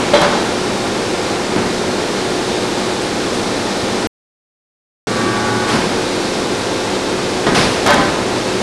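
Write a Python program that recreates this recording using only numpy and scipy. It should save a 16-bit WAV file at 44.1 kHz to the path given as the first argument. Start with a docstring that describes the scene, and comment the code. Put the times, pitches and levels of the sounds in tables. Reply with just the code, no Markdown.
"""Hydraulic briquetting press in a steel-walled hall. Pump and feed motor hum over a roar of oil and fans.
Plates knock and ring, the ram thuds, briquettes clink. At 4.07 s the mono camera cuts out for 1 s.
From 5 s pressure builds: the pump sags and whines until a valve lets go with a gush and a thud.
From 7.5 s: more knocks, thuds and a gush; the camera overloads and crackles on the loudest knocks.
At 8.05 s a low drone starts the next stroke."""
import sys
import numpy as np
from scipy import signal
from scipy.fft import rfft, irfft, next_fast_len
from scipy.io import wavfile
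from scipy.ndimage import map_coordinates

SR = 44100
rng = np.random.default_rng(int(sys.argv[2]) if len(sys.argv) > 2 else 0)


def generate_wav(sig):
    """Save sig (samples, or channels by samples) to the path in sys.argv[1] as 16-bit PCM at SR."""
    pcm = np.round(np.clip(np.atleast_2d(sig).T, -1, 1) * 32767).astype(np.int16)
    wavfile.write(sys.argv[1], SR, pcm)


N = 380141

PUMP_HZ, MOTOR_HZ = 58.32, 24.52
PRESS_START_S, PRESS_END_S, LOAD_ATTACK_S = 5.0, 5.72, .2

# steel on steel: t/s, clank/dB, cover ring/dB, die ring/dB, clank T60/s
PLATE_KNOCKS = [(.134, -11.5, -8.5, -25, 0.49), (.166, -19, -9.5, -38, 0.33), (.213, -13.5, -22, -20, 0.82),
                (.335, -25, -18, -36, 0.72), (7.464, -14, -34, -17, 0.28), (7.859, -12.5, -30, -14, 0.93),
                (7.89, -15.5, -21, -15, 1)]
# ram stops: t/s, level/dB
RAM_STOPS = [(1.557, -16.5), (5.736, -15), (7.484, -14.5), (7.57, -18), (7.932, -15.5)]
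# valve releases: t/s, level/dB, rise/s
VALVE_RELEASES = [(5.67, -22, 0.02), (7.543, -16.5, 0.0088)]
# briquettes and swarf: t/s, level/dB
BRIQUETTE_CLINKS = [(2.622, -36), (3.014, -30), (3.061, -36), (3.34, -29), (6.565, -35)]
# steady noise: t/s, roar/dB, oil hiss/dB
FLOW_LEVELS = [(0, -16.5, -32), (.6, -19, -30.5), (3, -19.5, -29), (5.1, -19, -30), (6.2, -19.5, -29),
               (8.6, -19, -30)]
# camera overload clicks: t/s, level/dB
OVERLOAD_CLICKS = [(0.217, -13), (7.8645, -9.5), (7.875, -11), (7.907, -12), (7.935, -12), (7.943, -9)]
# camera dropout: start/s, end/s
DROPOUT_S = (4.0708, 5.0705)

# sheet-steel cover modes: f/Hz, level/dB
COVER_MODES = [(455, -8.5), (555, -9.5), (582, 2), (872, -11), (1030, -18.5), (1390, -15.5), (2120, -15),
               (3220, -13), (3520, -16.5), (3980, -14), (4470, -16)]
# heavy die modes: f/Hz, level/dB
DIE_MODES = [(690, -12.5), (797, -5.5), (888, -6.5), (1020, -1.5), (1250, -3.5), (1540, -3), (1740, -10),
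             (1900, -7), (2200, -8), (3250, -13.5), (4890, -18)]
# pump whine under load: harmonic, level/dB
WHINE_HARMONICS = [(1, -29), (2, -27.5), (10, -26.5), (11, -36), (13, -34.5), (14, -32), (16, -33),
                   (20, -40)]
# relief valve tones before sag: f/Hz, level/dB
RELIEF_TONES = [(850, -26.5), (1493, -30)]
# pump pistons: harmonic, feed stroke/dB, return stroke/dB
PUMP_HARMONICS = [(4, -36, -55), (8, -47, -42), (9, -35, -32.5), (10, -37, -39.5), (12, -39, -42.5),
                  (14, -37, -44), (15, -42.5, -37), (24, -41.5, -44), (27, -47.5, -41.5), (31, -44, -52),
                  (37, -43, -43.5), (41, -43, -51), (42, -52, -43), (45, -53.5, -43), (62, -45, -45)]
# feed motor shaft: harmonic, level/dB
MOTOR_HARMONICS = [(1, -47), (8, -32.5), (10, -41), (13, -37.5), (15, -27.5), (16, -40), (17, -32),
                   (18, -41), (19, -35), (20, -36)]

# steel clank: f/Hz, relative density/dB
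CLANK_SPECTRUM = [(100, -20), (300, -7.5), (550, -0.5), (900, -1), (1600, -5), (2300, -12.5), (3500, -21),
                  (7000, -33), (12000, -54)]
# frame thud: f/Hz, relative density/dB
THUD_SPECTRUM = [(30, -9), (80, -9), (200, 0), (350, -2.5), (600, -13), (1500, -41.5)]
# hiss of a knock: f/Hz, relative density/dB
HISS_SPECTRUM = [(700, -23), (2000, -4), (3300, 4.5), (5000, -1), (7000, -9.5), (10000, -19),
                 (12500, -34.5)]
# released oil: f/Hz, relative density/dB
GUSH_SPECTRUM = [(700, -22), (2000, 4), (3300, 2.5), (5000, 1.5), (7000, -9), (10000, -10), (12500, -28)]
# roar of oil and fans: f/Hz, relative density/dB
ROAR_SPECTRUM = [(26, -58.5), (45, -23), (103, -7.5), (164, -9), (189, -6.5), (341, -1.5), (366, -3),
                 (393, -6.5), (521, -6), (559, -8.5), (795, -9.5), (2770, -20), (5880, -25), (9200, -31),
                 (12500, -50)]
# oil in the valves: f/Hz, relative density/dB
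OIL_SPECTRUM = [(1500, -26.5), (2800, -7.5), (3800, 0), (5200, -3), (7000, -9.5), (9500, -13.5),
                (12500, -26)]
# briquette clink, overload click: f/Hz, relative density/dB
CLINK_SPECTRUM = [(800, -16), (2500, 10), (5000, 2), (9000, 9), (12000, -14)]
OVERLOAD_SPECTRUM = [(3000, -6), (6000, 3.5), (9000, 4), (12300, -7)]


def plate_knocks(rise_s=.0034, thud_db=-7.5, hiss_db=-8.5, ring_t60_ratio=1.39):
    """Each blow clanks, thuds in the frame, hisses and rings cover and die."""
    out, t = np.zeros(N), clock()[:SR]
    for start_s, clank_db, cover_db, die_db, t60_s in PLATE_KNOCKS:
        body = noise(CLANK_SPECTRUM, SR) + undb(thud_db) * noise(THUD_SPECTRUM, SR)
        body *= burst(rise_s, t60_s)
        hiss = undb(hiss_db) * noise(HISS_SPECTRUM, SR) * burst(rise_s, t60_s)
        steel = undb(cover_db) * steel_ring(COVER_MODES, t) + undb(die_db) * steel_ring(DIE_MODES, t)
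        steel *= burst(rise_s, t60_s * ring_t60_ratio)
        add(out, start_s, undb(clank_db) * (body + hiss) + steel)
    return out


def steel_ring(modes, t, detune=.007, loss_per_cycle=.00098):
    """Close mode pairs beat; higher modes decay sooner."""
    pairs = np.zeros(len(t))
    for hz, db in modes * 2:
        turns = hz * t * (1 + detune * rng.standard_normal()) + rng.random()
        pairs += undb(db) * np.exp(-loss_per_cycle * hz * t) * np.sin(2 * np.pi * turns)
    return pairs / np.sqrt(sum(undb(db) ** 2 for _, db in modes))


def ram_thuds(rise_s=.0058, t60_s=.93, clank_db=-6, ring_db=-11.5):
    """The stopping ram shakes the frame, with some clank and die ring."""
    out, t = np.zeros(N), clock()[:SR]
    for start_s, db in RAM_STOPS:
        body = noise(THUD_SPECTRUM, SR) + undb(clank_db) * noise(CLANK_SPECTRUM, SR)
        body += undb(ring_db) * steel_ring(DIE_MODES, t)
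        add(out, start_s, undb(db) * body * burst(rise_s, t60_s))
    return out


def oil_gushes(hold_s=.038, t60_s=1, pipe_db=.5):
    """Released oil hisses and rattles the pipes."""
    out = np.zeros(N)
    for start_s, db, rise_s in VALVE_RELEASES:
        gush = noise(GUSH_SPECTRUM, SR) + undb(pipe_db) * noise(CLANK_SPECTRUM, SR)
        add(out, start_s, undb(db) * gush * burst(rise_s, t60_s, hold_s))
    return out


def pump_strain(whine_hz=114.85, sag=.014, relief_db_per_harmonic=-.22, rasp_db=-30, release_s=.06):
    """Pressure slows the whining pump; the relief valve whistles and dulls it. All fade on release."""
    t = clock()
    pressure = ramp(t, PRESS_START_S, PRESS_END_S)
    opening = ramp(pressure, .42, .61)
    slowed_s = np.cumsum(1 - sag * pressure ** 2) / SR
    dulling_db = relief_db_per_harmonic * opening
    whine = sum(undb(db + k * dulling_db) * tone(k * whine_hz * slowed_s, waver_db=1, waver_turns=.06)
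                for k, db in WHINE_HARMONICS)
    whistle = sum(undb(db) * tone(hz * slowed_s, waver_db=1, waver_turns=.06) for hz, db in RELIEF_TONES)
    rasp = undb(rasp_db) * noise(CLANK_SPECTRUM, N)  # oil forced through pipes
    attack = ramp(t, PRESS_START_S, PRESS_START_S + LOAD_ATTACK_S)
    release = np.exp(-np.maximum(t - PRESS_END_S, 0) / release_s)
    return ((whine + rasp) * attack + whistle * opening) * release


def pump_hum(waver_db=.5, drift=.000588, reverse_s=.2):
    """Piston harmonics; their balance shifts as the valve reverses the ram."""
    turns = np.cumsum(PUMP_HZ * (1 + drift * walk(2))) / SR
    returning = ramp(clock(), PRESS_END_S - reverse_s / 2, PRESS_END_S + reverse_s / 2)
    hum = np.zeros(N)
    for k, feed_db, return_db in PUMP_HARMONICS:
        gain = (1 - returning) * undb(feed_db) + returning * undb(return_db)
        hum += gain * tone(k * turns, waver_db)
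    return hum


def feed_motor(frame_hz=34, frame_db=-47, waver_db=.76, drift=.00095):
    """Shaft harmonics; a slow frame vibration beats against them."""
    turns = np.cumsum(MOTOR_HZ * (1 + drift * walk(2))) / SR
    hum = sum(undb(db) * tone(k * turns, waver_db) for k, db in MOTOR_HARMONICS)
    return hum + undb(frame_db) * tone(frame_hz * clock(), waver_db)


def pump_drone(start_s=8.05, hz=119, level_db=-35):
    """The pump takes up load again with a low drone."""
    t = clock()
    return undb(level_db) * tone(hz * t, waver_db=1) * ramp(t, start_s, start_s + LOAD_ATTACK_S)


def briquette_clinks(decay_s=.03):
    """Pressed metal touches metal: a short, dry chink."""
    out, t = np.zeros(N), clock()[:SR // 4]
    for start_s, db in BRIQUETTE_CLINKS:
        add(out, start_s, undb(db) * np.exp(-t / decay_s) * noise(CLINK_SPECTRUM, len(t)))
    return out


def overload_clicks(decay_s=.00083):
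    """Sharp crackles of the camera overloading on the loudest knocks."""
    out, t = np.zeros(N), clock()[:SR // 100]
    for start_s, db in OVERLOAD_CLICKS:
        add(out, start_s, undb(db) * np.exp(-t / decay_s) * noise(OVERLOAD_SPECTRUM, len(t)))
    return out


def oil_and_fans(throb_depth=.052, throb_below_hz=700, roar_flicker_db=.17, hiss_flicker_db=.6):
    """Roar whose lows throb with the motor shaft; oil hisses in the valves."""
    times_s, *levels_db = np.transpose(FLOW_LEVELS)
    roar_db, hiss_db = (np.interp(clock(), times_s, db) for db in levels_db)
    roar = noise(ROAR_SPECTRUM, N)
    lows = signal.sosfiltfilt(signal.butter(2, throb_below_hz, fs=SR, output="sos"), roar)
    shaft_rad = 2 * np.pi * MOTOR_HZ * clock()
    roar += lows * throb_depth * (np.sin(shaft_rad) + np.sin(2 * shaft_rad))
    hiss = noise(OIL_SPECTRUM, N)
    roar *= undb(roar_db + roar_flicker_db * walk(19))
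    hiss *= undb(hiss_db + hiss_flicker_db * walk(12))
    return roar + hiss


def tone(turns, waver_db, waver_turns=.028):
    """Sine, rms 1; hall multipath wavers level and phase as the camera moves."""
    gain = undb(waver_db * walk(3))
    return unit(gain * np.sin(2 * np.pi * (turns + rng.random() + waver_turns * walk(6))))


def burst(rise_s, t60_s, hold_s=0, rattle_db=.45):
    """1 s envelope: rise, hold, then a tail the hall smears into a rattle."""
    t = clock()[:SR]
    decay = undb(-60 * np.maximum(t - hold_s, 0) / t60_s)
    return ramp(t, 0, rise_s) * decay * undb(rattle_db * walk(70)[:SR])


def noise(spectrum, size):
    """Shaped noise, rms 1."""
    hz, db = np.transpose(spectrum)
    n = next_fast_len(size)
    bins_hz = np.maximum(np.arange(n // 2 + 1) * SR / n, 1)
    gain = undb(np.interp(np.log(bins_hz), np.log(hz), db, left=-90, right=-90))
    return unit(irfft(rfft(rng.standard_normal(n)) * gain, n)[:size])


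def walk(rate_hz):
    """Smooth random curve, spread near 1."""
    coarse = np.arange(0, N, 64)
    values = map_coordinates(rng.standard_normal(2048), [coarse / SR * rate_hz], order=3, mode="wrap")
    return np.interp(np.arange(N), coarse, values)


def add(out, start_s, sound):
    """Mix in at start_s."""
    i = int(start_s * SR)
    out[i:i + len(sound)] += sound[:N - i]


def ramp(x, start, end):
    """Linear 0 to 1, clamped."""
    return np.clip((x - start) / (end - start), 0, 1)


def undb(db):
    """dB to gain."""
    return 10 ** (np.asarray(db) / 20)


def unit(x):
    """Scale to rms 1."""
    return x / np.sqrt(np.mean(x ** 2))


def clock():
    """Sample times/s."""
    return np.arange(N) / SR


def scene():
    """The press at one microphone, plus overload clicks."""
    running = pump_hum() + feed_motor() + pump_strain() + pump_drone() + oil_and_fans()
    mono = running + plate_knocks() + ram_thuds() + oil_gushes() + briquette_clinks() + overload_clicks()
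    return np.array([mono, mono])


def record(dry, ceiling=.88, lowpass_hz=12300):
    """Camera: peak overload, 1 s dropout, low-pass."""
    live = (clock() < DROPOUT_S[0]) | (clock() > DROPOUT_S[1])
    clipped = np.clip(dry, -ceiling, ceiling) * live
    return signal.sosfilt(signal.ellip(10, .2, 90, lowpass_hz, fs=SR, output="sos"), clipped)


dry = scene()
out = record(dry)
generate_wav(out)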